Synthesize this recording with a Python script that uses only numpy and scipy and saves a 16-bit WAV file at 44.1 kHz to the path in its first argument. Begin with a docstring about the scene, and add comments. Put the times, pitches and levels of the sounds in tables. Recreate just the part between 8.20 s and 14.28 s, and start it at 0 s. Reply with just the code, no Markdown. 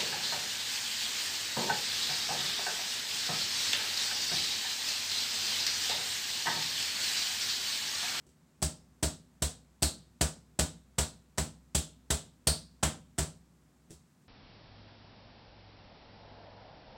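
"""A low, wavering hum and soft hiss open in a small, bare room, and a mould full of batter bumps faintly twice.
Thirteen bangs on a table follow: each time an edge touches and skids, then two sides slap down milliseconds apart.
Every slap drives a filtered mould clack with room echoes; the table thuds and decaying sines ring in table and room.
Last come softer bumps, ticks with a hollow note, as the mould is pushed forward and set down."""
import sys
import numpy as np
from scipy import signal
from scipy.fft import rfft, irfft
from scipy.io import wavfile
from scipy.ndimage import uniform_filter1d

SR = 44100
rng = np.random.default_rng(int(sys.argv[2]) if len(sys.argv) > 2 else 0)


def int16_out(signal):
    """Quantize to a 16-bit WAV file."""
    q = np.round(np.clip(np.atleast_2d(signal).T, -1, 1) * 32767)
    wavfile.write(sys.argv[1], SR, q.astype(np.int16))


N = 268128  # length of the scene in samples
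RING = 2 ** 14  # length of one response in samples
T = np.arange(RING) / SR  # time within one response in seconds

# Decay of the room's echoes. Each row: band centre in Hz, time to fall 60 dB in seconds.
ROOM_DECAY = [(100, 0.86), (260, 0.34), (700, 0.3), (1800, 0.25), (4000, 0.28), (8000, 0.26), (13000, 0.21)]
# Colour of room air and microphone hiss. Each row: frequency in Hz, relative density in dB.
AIR_COLOUR = [(25, -36), (40, -26.5), (64, -2), (110, -8), (165, 0.5), (240, -4.5), (320, -10),
              (450, -16.5), (900, -19), (1600, -23), (3000, -29), (6500, -29.5), (11000, -35), (16000, -37)]
AIR_DB = -65  # RMS level before the background's own trim
# Lines of the hum. Each row: centre frequency in Hz, RMS level before it wavers in dB.
HUM_LINES = [(97, -93.5), (150, -75), (248, -76), (377, -89.5), (500, -90.5)]
# Soft bumps of the mould in the hands and on the table.
# Each row: start in seconds, force in dB, weight put on the table in dB.
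SOFT_BUMPS = [(0.067, -37, 2), (0.091, -38, -18), (5.700, -38, -5), (5.7065, -25, -11), (5.716, -26, -13),
              (5.728, -29.5, -0.5), (6.021, -49, -8)]
# Basic tone of the mould's clack. Each row: frequency in Hz, relative level in dB.
CLACK_TONE = [(60, -19), (110, -1), (300, 5), (600, 4), (850, 2), (1100, -1), (1600, 0.5), (2300, -4.5),
              (3200, 0), (5000, 0.28), (6500, 0.5), (9000, 2), (11000, -5), (16000, -10.5)]
# Bangs of the mould on the table. Each row: first slap in seconds, force in dB, skid before it in milliseconds,
# low knock in dB, mould body in dB, wall resonance in Hz, wall rattle in dB.
TABLE_BANGS = [ (0.4255, -1.34, 6.6, .5, -1.5, 5040, 2.5), (0.8296, -0.5, 3.1, 3, -.5, 4000, 2),
               (1.2225, -0.66, 1.87, -4.5, -1, 3860, 2), (1.6248, 0.9, 3.8, 0.5, -1.5, 4220, 9),
               (2.012, 1.4, 2.6, -1.5, 2.5, 4840, 0.5), (2.3917, 0.43, 1.95, 3, 1.5, 3780, 2.5),
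               (2.7849, 0, 3.5, -1.5, 2.5, 4050, 3.5), (3.1822, -2.5, 6.5, 3, 3, 4280, 0),
               (3.5503, 0.06, 2.7, 0, -3.5, 3500, 6), (3.9054, -0.35, 2.8, -3, 1, 3600, 4),
               (4.2718, 1.13, 1.56, 0, -0.5, 4500, 12.5), (4.6312, -0.83, 3.54, 2, 8, 3200, 3.5),
               (4.9857, -1.8, 5.7, 1, 2, 4810, -0.5), ]
# Low modes of the table and the room around it.
# Each row: frequency in Hz, relative level in dB, time to fall 60 dB in seconds.
LOW_MODES = [(90.4, -41.5, 0.39), (134, -42, 0.045), (151.45, -33.5, 0.31), (164.7, -39.5, 0.42),
             (214, -29, 0.046), (228, -43, 0.39), (255.8, -45, 0.36), (290.4, -43, 0.3),
             (297.5, -34.5, 0.1), (345.5, -51, 0.33), (374.4, -32.5, 0.061), (390.2, -36.5, 0.11),
             (490, -44.5, 0.06), (508, -42.5, 0.11), (537, -45, 0.14), (619.8, -40, 0.28),
             (656, -47.5, 0.27), (683, -36.5, 0.065), (823, -40.5, 0.1)]

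TOUCH_DB = -18  # the edge that grazes the table first
SECOND_SHARE = 0.48  # the second slap's share of the slap energy
ROCK_S, ROCK_SPREAD = 0.0043, 0.15  # typical time between the slaps in seconds; its relative scatter
THUD_LEAD_S, THUD_DB = 0.0027, -0.88  # the table starts to give just before the first slap
# Rim and top treble at zero rattle, and the dB each gains per dB of rattle.
RIM_HZ, RIM_DB, RIM_PER_RATTLE = 7870, 7.5, 0.2
TREBLE_DB, TREBLE_PER_RATTLE = -5, 0.25
LOCK_DB = 14  # rattle at which the rim is pulled fully to the wall's octave
TOP_HZ = 15900


def undb(db):
    """Turn decibels into gain."""
    return 10 ** (np.asarray(db) / 20)


def curve(points, hz):
    """Read (Hz, value) points on a log-frequency axis."""
    at, value = np.transpose(points)
    return np.interp(np.log(hz + 1), np.log(at), value)


def fade(t60):
    """Exponential decay that is 60 dB down after t60 seconds."""
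    return np.exp(-np.log(1000) * T / t60)


def hump(hz, centre_hz, width_hz):
    """Bell-shaped resonance, 1 at its centre."""
    return 1 / (1 + (2 * (hz - centre_hz) / width_hz) ** 2)


def causal(db):
    """Minimum-phase response: this spectrum with its energy as early as possible."""
    cepstrum = irfft(db * np.log(10) / 20)
    # fold the backward half of the cepstrum onto the forward half
    cepstrum[1:RING // 2] *= 2
    cepstrum[RING // 2 + 1:] = 0
    return irfft(np.exp(rfft(cepstrum)))


def add(track, s, sound):
    """Mix a sound into the track at time s in seconds."""
    start = max(int(round(s * SR)), 0)
    part = sound[:max(len(track) - start, 0)]
    track[start:start + len(part)] += part


def walk(rate):
    """Smooth random wander around zero, fed by about `rate` new values a second."""
    size = int(SR / rate)
    steps = np.repeat(rng.standard_normal(N // size + 1), size)[:N]
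    return uniform_filter1d(uniform_filter1d(steps, size), size)


def background(air_db=-1, waver_db=3, drift_hz=1.5, hiss_db=5):
    """Noise coloured as room air and microphone hiss, under hum lines that waver in pitch and level."""
    hz = np.fft.rfftfreq(N, 1 / SR)
    colour = curve(AIR_COLOUR, hz) + hiss_db * hump(hz, centre_hz=7900, width_hz=1700)
    air = irfft(rfft(rng.standard_normal(N)) * undb(colour), N)
    out = air / air.std() * undb(AIR_DB + air_db)
    for line_hz, db in HUM_LINES:
        phase = 2 * np.pi * np.cumsum(line_hz + drift_hz * walk(rate=10)) / SR
        gain = np.sqrt(2) * undb(db + waver_db * walk(rate=16))  # RMS to peak
        out += gain * np.sin(phase)
    return out


def reflections():
    """Dense echoes of unit energy; each band of the noise dies at its own rate."""
    hz = np.fft.rfftfreq(RING, 1 / SR)
    centres, t60s = np.transpose(ROOM_DECAY)
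    noise = rfft(rng.standard_normal(RING))
    tail = 0
    for t60, weights in zip(t60s, np.eye(len(centres))):
        band = irfft(noise * np.interp(hz, centres, weights))
        tail = tail + band * fade(t60)
    return tail / np.linalg.norm(tail)


def contact(room, direct_db=-13, chatter_db=-5.0, chatter_t60=0.02, room_db=-1, moved=0.54):
    """One contact at the microphone: a crack, brief chatter, then echoes that change with the spot hit."""
    share = np.clip(moved, 0, 1)  # energy share of fresh echoes
    echoes = np.sqrt(1 - share) * room + np.sqrt(share) * reflections()
    chatter = rng.standard_normal(RING) * fade(chatter_t60)
    out = undb(room_db) * echoes
    out += undb(chatter_db) * chatter / np.linalg.norm(chatter)
    out[0] += undb(direct_db)
    return out


def clack(body_db, wall_hz, wall_db, rim_hz, rim_db, treble_db, knock_db=0):
    """The mould's response: a low knock, a broad body, and wall and rim resonances that shift with the grip."""
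    hz = np.fft.rfftfreq(RING, 1 / SR)
    db = curve(CLACK_TONE, hz)
    db += knock_db * hump(hz, centre_hz=270, width_hz=180)
    db += body_db * hump(hz, centre_hz=1350, width_hz=2500)
    db += wall_db * hump(hz, wall_hz, width_hz=1100)
    db += rim_db * hump(hz, rim_hz, width_hz=1600)
    # a hard-rattling wall adds a weaker overtone
    db += 0.55 * wall_db * hump(hz, 3.15 * wall_hz, width_hz=1500)
    db += treble_db * hump(hz, centre_hz=12400, width_hz=4800)
    return causal(db)


def thud(hz=71.3, db=-22.0, rise_s=0.025, hold_s=0.053, steep=2.7, lag_s=0.00052,
         knock_hz=146.0, knock_db=-21.0, knock_t60=0.065):
    """The loaded table top gives with a dead knock, then bounces a few cycles until the hands press it still."""
    t = np.maximum(T - lag_s, 0)
    swell = (1 - np.exp(-t / rise_s)) * np.exp(-(t / hold_s) ** steep)
    bounce = np.sin(2 * np.pi * hz * t) * swell
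    knock = np.sin(2 * np.pi * knock_hz * t) * (1 - np.exp(-t / 0.001)) * fade(knock_t60)
    return undb(db) * bounce - undb(knock_db) * knock


def bumps(room, hollow_hz=360, hollow_t60=0.067, hollow_db=-20, low_hz=165, low_db=0):
    """Gentle contacts: a small tick, the hollow two-tone note of the mould and a little table thud."""
    out, table_thud = np.zeros(N), thud()
    tick = clack(body_db=-4.0, wall_hz=6300, wall_db=1.5, rim_hz=7850, rim_db=5.5, treble_db=-5)
    tones = np.sin(2 * np.pi * hollow_hz * T) + undb(low_db) * np.sin(2 * np.pi * low_hz * T)
    hollow = tones * fade(hollow_t60)
    for s, force_db, weight_db in SOFT_BUMPS:
        force = undb(force_db)
        add(out, s, force * signal.fftconvolve(contact(room), tick))
        add(out, s, force * (undb(hollow_db) * hollow + undb(weight_db) * table_thud))
    return out


def scuff(length_s, start_db=-12, dull_hz=3500):
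    """From the first touch to the slap the edge skids on the table: dulled noise that grows louder."""
    size = max(int(length_s * SR), 8)
    grains = rng.standard_normal(RING)[:size] * undb(np.linspace(start_db, 0, size))
    return signal.lfilter(*signal.butter(1, dull_hz, fs=SR), grains)


def slaps(room, skid_s, rock_s, scuff_db=-31):
    """An edge touches and skids, one side slaps down, and the mould rocks onto the other."""
    blows, share = np.zeros(RING), np.clip(SECOND_SHARE, 0, 1)
    add(blows, 0, undb(TOUCH_DB) * contact(room))
    add(blows, 0, undb(scuff_db) * scuff(skid_s))
    add(blows, skid_s, np.sqrt(1 - share) * contact(room))
    add(blows, skid_s + rock_s, np.sqrt(share) * contact(room))
    return blows


def rattled(knock_db, body_db, wall_hz, rattle_db):
    """The clack for one grip: harder wall rattle brightens the rim and pulls it to the wall's octave."""
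    pull = min(undb(2 * (rattle_db - LOCK_DB)), 1)
    rim_hz = RIM_HZ + pull * (2 * wall_hz - RIM_HZ)
    rim_db = RIM_DB + RIM_PER_RATTLE * rattle_db
    treble_db = TREBLE_DB + TREBLE_PER_RATTLE * rattle_db
    return clack(body_db, wall_hz, rattle_db, rim_hz, rim_db, treble_db, knock_db)


def low_ring(rise_s=0.0016):
    """The low modes of table and room as decaying sines, one per row; neighbours swing against each other."""
    modes = []
    for k, (hz, db, t60) in enumerate(LOW_MODES):
        modes.append((-1) ** k * undb(db) * np.sin(2 * np.pi * hz * T) * fade(t60))
    return np.array(modes) * (1 - np.exp(-T / rise_s))


def room_boom(hz=63, db=-57, t60=2.7):
    """The room's deepest mode hums on between the blows as a slowly decaying sine."""
    t = np.arange(2 * SR) / SR
    return undb(db - 60 * t / t60) * np.sin(2 * np.pi * hz * t)


def wall_ring(wall_hz, width_hz=2600, t60=0.46):
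    """The mould's walls ring on in a cluster of close modes, made of decaying band-shaped noise."""
    hz = np.fft.rfftfreq(RING, 1 / SR)
    ring = irfft(rfft(rng.standard_normal(RING)) * hump(hz, wall_hz, width_hz) ** 2)
    return ring / ring.std() * fade(t60)


def bangs(room, clack_db=3, scatter_db=1.86, wall_ring_db=-55.5, ring_db=1.35):
    """The slaps make the mould clack and its walls rattle; the weight of the batter drives table and room."""
    out, table_thud, modes, boom = np.zeros(N), thud(), low_ring(), room_boom()
    for s, force_db, skid_ms, knock_db, body_db, wall_hz, rattle_db in TABLE_BANGS:
        skid_s = skid_ms / 1000
        rock_s = ROCK_S * np.exp(ROCK_SPREAD * rng.standard_normal())
        blows = slaps(room, skid_s, rock_s)
        mould = rattled(knock_db, body_db, wall_hz, rattle_db)
        add(out, s - skid_s, undb(force_db + clack_db) * signal.fftconvolve(blows, mould))
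        add(out, s, undb(force_db + wall_ring_db + rattle_db) * wall_ring(wall_hz))
        # each low mode's level is scattered a little at random per bang
        mode_gains = undb(ring_db + knock_db + scatter_db * rng.standard_normal(len(modes)))
        low_end = table_thud + mode_gains @ modes
        weight = undb(force_db + THUD_DB)
        add(out, s - THUD_LEAD_S, weight * low_end)
        add(out, s - THUD_LEAD_S, weight * boom)
    return out


def scene():
    """Background, bumps and bangs in one room, heard by one microphone."""
    room = reflections()
    return (background() + bumps(room) + bangs(room))[None]


def record(dry):
    """The recorder cuts the top with a steep elliptic low-pass."""
    low_pass = signal.ellip(10, 0.1, 70, TOP_HZ, fs=SR, output="sos")  # order, ripple dB, stopband dB
    return signal.sosfilt(low_pass, dry)


dry = scene()
out = record(dry)
int16_out(out)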